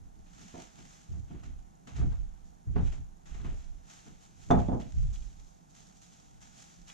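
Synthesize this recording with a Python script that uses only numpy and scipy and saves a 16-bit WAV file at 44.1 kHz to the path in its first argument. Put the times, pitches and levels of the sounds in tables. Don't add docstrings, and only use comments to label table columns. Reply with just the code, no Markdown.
import sys
import numpy as np
from scipy import signal
from scipy.fft import rfft, irfft, next_fast_len
from scipy.io import wavfile
from scipy.ndimage import uniform_filter1d

SR = 44100
rng = np.random.default_rng(int(sys.argv[2]) if len(sys.argv) > 2 else 0)


def to_wav(sig):
    pcm = np.clip(np.atleast_2d(sig), -1, 1) * 32767
    pcm = np.round(pcm).astype(np.int16)
    wavfile.write(sys.argv[1], SR, pcm.T)


N = 305877
T = np.arange(N) / SR
SIZE = next_fast_len(N + SR)
HZ = np.maximum(np.arange(SIZE // 2 + 1) * SR / SIZE, 1.)

# (time [s], level [dB], contact [ms])
BOWL_CONTACTS = [(4.505, -12.5, 0.28), (4.512, -12, 0.41), (4.519, -18, 0.58), (4.528, -18, 1.1),
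                 (4.545, -14.5, 0.6), (4.575, -18, 0.69), (4.61, -27, 0.98), (4.687, -13.5, 1.3),
                 (4.72, -20.5, 0.96), (4.734, -14.5, 1.36), (4.752, -23.5, 1.2), (4.796, -33, 0.98)]
# (time [s], level [dB])
RIM_CLINKS = [(4.505, -49), (4.5105, -33), (4.683, -52)]
# (time [s], level [dB], contact [ms], left minus right at the source [dB])
STEP_CONTACTS = [(0.541, -42, 0.53, -3), (0.548, -46.5, 0.67, 2), (0.584, -43.5, 0.89, -3),
                 (0.782, -57.5, 0.18, 8.5), (1.136, -54, 0.24, 5), (1.304, -50, 0.63, 4),
                 (1.347, -55, 0.19, 3), (1.429, -57, 0.21, 3), (1.875, -54.5, 0.12, 13),
                 (1.959, -58, 0.18, 10), (1.985, -45, 0.13, 4), (2.014, -41, 0.29, 1),
                 (2.045, -53, 0.43, -4), (2.118, -51, 0.11, 1), (2.679, -60, 0.23, 4),
                 (2.761, -31, 0.39, 1), (2.884, -69, 0.31, 1), (2.923, -56.5, 0.13, 19),
                 (3.346, -54, 0.16, 5), (3.399, -55, 0.12, 8), (3.447, -44.5, 0.12, 2.5),
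                 (3.484, -52, 0.47, 0), (3.52, -54, 0.58, 17), (4.065, -53.5, 0.23, 5)]
# (time [s], rise [ms], hold [s], joist sway [dB], board shudder [dB], board rattle [dB])
FLOOR_LOADS = [(0.004, 17, 0.048, -51, -56, -70), (0.173, 35, 0.053, -52, -60, -60.5),
               (0.42, 74, 0.052, -63, -70, -54.5), (0.545, 8.7, 0.075, -64, -61, -58),
               (0.8, 44, 0.086, -62, -77, -54.5), (1.1, 4.5, 0.15, -54, -39, -51.5),
               (1.317, 9.3, 0.07, -47, -50.5, -44.5), (1.448, 28, 0.11, -43.5, -55, -54.5),
               (1.873, 6.2, .02, -59, -61, -53), (1.943, 19, 0.051, -53, -45, -58),
               (1.991, 22, 0.13, -34, -29.5, -40), (2.174, 17, 0.037, -35.5, -43.5, -60),
               (2.402, 8.3, .03, -48, -75, -72), (2.673, 4, .055, -39, -33.5, -48.5),
               (2.76, 6, 0.12, -31.5, -29.5, -35.5), (2.987, 43, 0.036, -43.5, -43.5, -55),
               (3.315, 39, 0.026, -36, -56.5, -61), (3.441, 36, 0.085, -35.5, -41.5, -47),
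               (3.661, 47, 0.049, -41, -73, -74), (4.077, 18, 0.053, -57.5, -65, -52.5),
               (4.4, 64, 0.079, -62, -55.5, -70), (4.523, 17, 0.15, -38, -28.5, -34),
               (4.72, 20, 0.054, -50, -37, -51), (4.85, 17, .03, -46, -53, -48),
               (4.962, 23, 0.12, -31, -30.5, -55), (5.183, 41, 0.034, -38.5, -62, -66),
               (5.35, 15, 0.017, -46.5, -67, -73), (5.802, 36, 0.023, -64, -79, -65),
               (6.302, 48, 0.194, -77, -61.5, -78), (6.77, 12, 0.046, -57, -66, -76)]
# (time [s], level [dB])
CREASE_POPS = [(4.8194, -45), (5.1594, -45), (5.1664, -56), (5.2247, -46), (5.3294, -61), (5.8194, -55),
               (6.124, -57), (6.2846, -61), (6.589, -47), (6.9006, -40)]
# (time [s], crinkle [dB], rustle re crinkle [dB], rise [ms], fade [ms])
FILM_FOLDS = [(0.262, -74.5, 5, 2.9, 130), (0.42, -59.5, -2, 92, 250), (0.62, -58, 0.5, 100, 69),
              (0.79, -64, 0.5, 38, 130), (0.93, -60.5, -3.5, 140, 170), (1.31, -76, 11.5, 21, 180),
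              (1.44, -64.5, 4.5, 7.2, 54), (1.873, -59.5, 5.5, 1.7, 57), (1.966, -58, 4.5, 15, 66),
              (2.1, -74, 6, 28, 210), (2.47, -70, -23, 19, 46), (2.78, -71, 14, 22, 35),
              (2.87, -61, 6, 38, 57), (2.923, -60, 4, 2.3, 45), (3.259, -63.5, 3, 2.5, 180),
              (3.35, -67.5, 6.5, 23, 110), (3.446, -68, 12, 6, 80), (3.6, -65.5, -1.5, 130, 120),
              (3.912, -57, -2, 36, 170), (4.07, -71, 3.5, 28, 79), (4.23, -61.5, -4.5, 24, 69),
              (4.43, -61, -3, 55, 120), (4.508, -50.5, -15, 2.3, 25), (4.59, -60, 6, 22, 74),
              (4.8014, -59.5, 6, 3.2, 45), (5.0, -65.5, -2.5, 360, 250), (5.136, -57, -6, 4.9, 63),
              (5.23, -64, -5.5, 30, 200), (5.398, -64.5, -3, 2, 25), (5.48, -67.5, -13, 29, 97),
              (5.7, -68, -12.5, 10, 34), (5.77, -60.5, -4.5, 31, 150), (5.87, -64, -9, 10, 11),
              (5.97, -63, -10, 16, 53), (6.0186, -59.5, -6.5, 2.5, 100), (6.13, -64.5, -4.5, 26, 270),
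              (6.419, -59, -2, 5.2, 83), (6.585, -57.5, -5, 58, 180), (6.72, -65.5, -4, 140, 86),
              (6.8815, -55, -1.5, 9, 120)]
# (time [s], length [s], rate [ticks/s], level [dB])
INSECT_RUNS = [(0.04, 1.05, 23.6, -73), (1.116, .75, 23.6, -70), (1.432, .05, 70, -69),
               (2.124, .27, 23.6, -72), (2.44, .07, 65, -69), (2.541, .19, 23.1, -70),
               (2.781, .2, 23.8, -70), (3.003, .23, 24.2, -69), (3.3, 3.6, 23.6, -72)]

# (frequency [Hz], relative level [dB], t60 [s])
PLANK_MODES = [(125, -5, .25), (165, -7, .15), (195, -1, .2), (223, 2, .26), (252, 1, .24), (287, -10, .18),
               (317, -9, .18), (372, -11, .17), (415, -11, .17), (452, -12, .17), (512, -11, .16),
               (563, -8, .16), (605, -6, .17), (636, -17, .7), (700, -1, .15), (808, -7, .14),
               (829, -4, .18), (921, -13, .13), (1095, -7, .12), (1285, -7, .12), (1435, -14, .12),
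               (1712, -24, .09), (2094, -26, .08)]
RIM_MODES = [(3497, 0, .09), (3600, -3, .06), (3400, -9, .04), (6050, 1, .045), (7300, -8, .03)]
FLOORBOARD_MODES = [(250, 0, .05), (330, -3, .045), (700, -6, .035), (830, -8, .035), (1300, -14, .025),
                    (1550, -16, .025)]
CREASE_MODES = [(2950, 0, .018), (3350, 0, .018), (2500, -4, .015), (3900, -4, .012)]

# (frequency [Hz], relative gain [dB])
CRINKLE_COLOUR = [(2060, -19), (3500, -8.5), (4730, -9), (6400, 0), (6840, -1), (7580, -4.5), (8240, -14.5),
                  (9240, -17.5), (12800, -27), (14800, -29)]
RUSTLE_COLOUR = [(210, -7), (350, 12), (437, 0), (552, 0), (834, 11), (1020, 2.5), (1320, 8), (1520, 5),
                 (3280, 0.5), (5000, -8.5), (6500, -9), (11000, -120)]
MURMUR_COLOUR = [(59, -42), (100, -22.5), (172, 8.5), (231, -8), (555, -17), (729, -6), (880, -9),
                 (1040, -14.5), (1420, -16.5), (2500, -29), (4990, -35.5), (6690, -34.5), (8240, -31.5),
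                 (12500, -32.5), (14800, -54)]

# (frequency [Hz], correlation [0 to 1])
PORT_LIKENESS = [(100, 0.5), (200, 0.3), (300, 0), (700, 0.93), (1800, 0.58), (3400, 0.57), (6000, 0.32),
                 (9000, 0)]
# (frequency [Hz], correlation [-1 to 1])
ROCKING_LIKENESS = [(20, 0.036), (100, -0.71), (150, 0.33), (300, -0.069)]
# (frequency [Hz], left phase lead [rad])
KNOCK_PHASE = [(20, 0), (500, .2), (650, -.9), (1450, -1.1), (2500, 0)]
# (frequency [Hz], left minus right [dB])
PORT_PHASE = [(20, 0), (350, 0), (460, -1.1), (600, -3.2), (1100, -3.5), (1900, -4.5), (2600, -5.7),
              (3500, -6.0)]
PORT_BALANCE = [(60, -6), (110, 1.5), (200, -3), (370, -3), (690, -4), (1260, 0.5), (2320, 0.5), (4260, -2),
                (7830, -0.5), (14400, 0)]

INERTIA_S = .012
FILM_REST_DB, FILM_REST_BODY_DB = -76, -6.5
INSECT_HZ, INSECT_WIDTH_HZ, INSECT_HALF_LEVEL_MS = 6750, 350, 3
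MURMUR_RMS_DB = -64
ROOM_T60_S, ROOM_DB, ROOM_DULL_HZ = .3, -13, 2500
HOUSING_HZ, HOUSING_WIDTH_HZ, HOUSING_DB = 700, 235, 5
TOP_HZ = 14700


def bowl():
    top = sum(knock(s, db, contact_ms, PLANK_MODES, thud_db=1.5, thud_t60_ms=148, thud_hz=524, order=2)
              for s, db, contact_ms in BOWL_CONTACTS)
    rim = sum(knock(s, db, 0.025, RIM_MODES) for s, db in RIM_CLINKS)
    return np.tile(top + rim, (2, 1))


def steps():
    out = np.zeros((2, N))
    for s, db, contact_ms, balance_db in STEP_CONTACTS:
        hit = knock(s, db, contact_ms, FLOORBOARD_MODES, thud_db=13, thud_t60_ms=204, thud_hz=255)
        out += hit * undb(np.array([[balance_db], [-balance_db]]) / 2)
    return out


def floor():
    s, rise_ms, hold_s, sway_db, shudder_db, rattle_db = np.transpose(FLOOR_LOADS)
    rise_s = rise_ms / 1000
    shake = pair(over_hz(ROCKING_LIKENESS))
    sway = steady(shape(shake, band(19, 50)), .08)
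    shudder = steady(shape(shake, band(52, 112) ** 2), .04)
    rattle = shape(shake, band(125, 303) / HZ)
    sway_gain = swells(s + .03, sway_db, rise_s, fade_s=.068, hold_s=.95 * hold_s, rest_db=-68.5)
    shudder_gain = swells(s, shudder_db, rise_s, fade_s=.038, hold_s=.82 * hold_s, rest_db=-72.5)
    rattle_gain = swells(s, rattle_db, rise_s, fade_s=.031, hold_s=.58 * hold_s, rest_db=-65)
    return eased(sway_gain) * sway + eased(shudder_gain) * shudder + eased(rattle_gain) * rattle


def crease_pops():
    return np.tile(sum(knock(s, db, 0.063, CREASE_MODES) for s, db in CREASE_POPS), (2, 1))


def film():
    s, crinkle_db, body_db, rise_ms, fade_ms = np.transpose(FILM_FOLDS)
    rise_s, fade_s = rise_ms / 1000, fade_ms / 1000
    snapping = rng.random(N) < 150 / SR
    snaps = snapping * undb(5 * np.clip(rng.standard_normal(N), -2, 2))
    snap_power = signal.lfilter([1], [1, -np.exp(-1 / (0.0021 * SR))], snaps ** 2)
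    grain = np.sqrt(0.24 + snap_power / 8)
    noise = grain * pair(over_hz(PORT_LIKENESS))
    crinkle = shape(noise, undb(over_hz(CRINKLE_COLOUR)) * band(3260, 15000))
    rustle = shape(noise, undb(over_hz(RUSTLE_COLOUR)) * band(530, 3440))
    crinkle_gain = swells(s, crinkle_db, rise_s, fade_s, 0, FILM_REST_DB)
    rustle_gain = swells(s, crinkle_db + body_db, rise_s, fade_s, 0, FILM_REST_DB + FILM_REST_BODY_DB)
    return crinkle_gain * crinkle + rustle_gain * rustle


def insect():
    gate = np.zeros(N + SR)
    for s, length_s, rate, db in INSECT_RUNS:
        times = np.arange(s, s + length_s, 1 / rate)
        chance = rng.standard_normal((200, 2))[:len(times)]
        at = ((times + .0015 * chance[:, 0]) * SR).astype(int)
        gate[at] = undb(db + 1.5 * chance[:, 1])
    burst = np.hanning(int(2 * INSECT_HALF_LEVEL_MS * SR / 1000))
    gate = signal.fftconvolve(gate, burst)[:N]
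    colour = np.exp(-.5 * ((HZ - INSECT_HZ) / INSECT_WIDTH_HZ) ** 2)
    return gate * shape(pair(over_hz(PORT_LIKENESS)), colour)


def murmur():
    colour = undb(over_hz(MURMUR_COLOUR)) * band(120, 15000)
    return undb(MURMUR_RMS_DB) * shape(pair(over_hz(PORT_LIKENESS)), colour)


def room(x):
    t = T[:SR // 2]
    tail = rng.standard_normal((2, len(t))) * undb(-60 * t / ROOM_T60_S) * np.minimum(t / 0.002, 1)
    tail = signal.sosfilt(signal.butter(1, ROOM_DULL_HZ, fs=SR, output="sos"), tail)
    tail *= undb(ROOM_DB) / np.sqrt(np.sum(tail ** 2) / 2)
    return x + signal.fftconvolve(x, tail, axes=1)[:, :N]


def knock(s, db, contact_ms, modes, thud_db=-99., thud_t60_ms=100., thud_hz=500., order=1):
    t = T[:3 * SR // 4]
    spot_db = 3 * rng.standard_normal(len(modes))
    body, struck = np.zeros(len(t)), np.zeros(len(t))
    for (hz, mode_db, t60_s), offset_db in zip(modes, spot_db):
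        ring = undb(mode_db - 60 * t / t60_s) * np.sin(2 * np.pi * hz * t)
        body += ring
        struck += undb(offset_db) * ring
    broad = signal.butter(order, [thud_hz / 2, thud_hz * 2], "bandpass", fs=SR, output="sos")
    thud = signal.sosfilt(broad, rng.standard_normal(len(t)))
    thud *= undb(thud_db - 60 * t / (thud_t60_ms / 1000))
    push_t = t[:SR // 50]
    push = push_t * np.exp(-push_t / (max(contact_ms, .05) / 4000))
    sound = signal.fftconvolve(struck / np.max(np.abs(body)) + thud, push / push.sum())[:len(t)]
    out, start = np.zeros(N + SR), int(s * SR)
    out[start:start + len(t)] = undb(db) * sound
    return out[:N]


def swells(s, db, rise_s, fade_s, hold_s, rest_db):
    power = np.full(N, undb(2 * rest_db))
    for at, peak_db, rise, fade, hold in np.broadcast(s, db, rise_s, fade_s, hold_s):
        early, late = np.maximum(at - T, 0), np.maximum(T - at - hold, 0)
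        power += undb(2 * peak_db) * np.exp(-2 * (early / max(rise, 1 / SR) + late / max(fade, 1 / SR)))
    return np.sqrt(power)


def eased(gain):
    size = int(INERTIA_S * SR)
    return uniform_filter1d(uniform_filter1d(gain, size=size), size=size)


def steady(x, window_s):
    y = x / (uniform_filter1d(np.mean(x ** 2, axis=0), size=int(window_s * SR)) + .05) ** 0.24
    return y / np.sqrt(np.mean(y ** 2))


def pair(likeness):
    c = np.clip(likeness, -1, 1)
    mid, side = rfft(rng.standard_normal((2, SIZE)))
    mid, side = mid * np.sqrt(1 + c), side * np.sqrt(1 - c)
    return irfft(np.array([mid + side, mid - side]), SIZE)[:, :N]


def shape(x, gain):
    y = irfft(rfft(x, SIZE) * gain, SIZE)[..., :N]
    return y / np.sqrt(np.mean(y ** 2))


def band(lo_hz, hi_hz):
    return 1 / np.sqrt((1 + (lo_hz / HZ) ** 8) * (1 + (HZ / hi_hz) ** 8))


def lead(x, radians, tilt_db):
    half = np.exp(.5j * radians) * undb(tilt_db / 2)
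    return irfft(rfft(x, SIZE) * np.array([half, 1 / half]), SIZE)[:, :N]


def over_hz(table):
    hz, value = np.transpose(table)
    return np.interp(np.log(HZ), np.log(np.maximum(hz, 1.)), value)


def undb(db):
    return 10 ** (np.asarray(db) / 20)


def scene():
    knocks = lead(room(steps() + bowl() + crease_pops()), over_hz(KNOCK_PHASE), 0.)
    return knocks + floor() + film() + murmur() + insect()


def record(dry):
    b, a = signal.iirpeak(HOUSING_HZ, HOUSING_HZ / HOUSING_WIDTH_HZ, fs=SR)
    housed = dry + (undb(HOUSING_DB) - 1) * signal.lfilter(b, a, dry)
    ports = lead(housed, over_hz(PORT_PHASE), over_hz(PORT_BALANCE))
    return signal.sosfilt(signal.ellip(8, .2, 60, TOP_HZ, fs=SR, output="sos"), ports)


dry = scene()
out = record(dry)
to_wav(out)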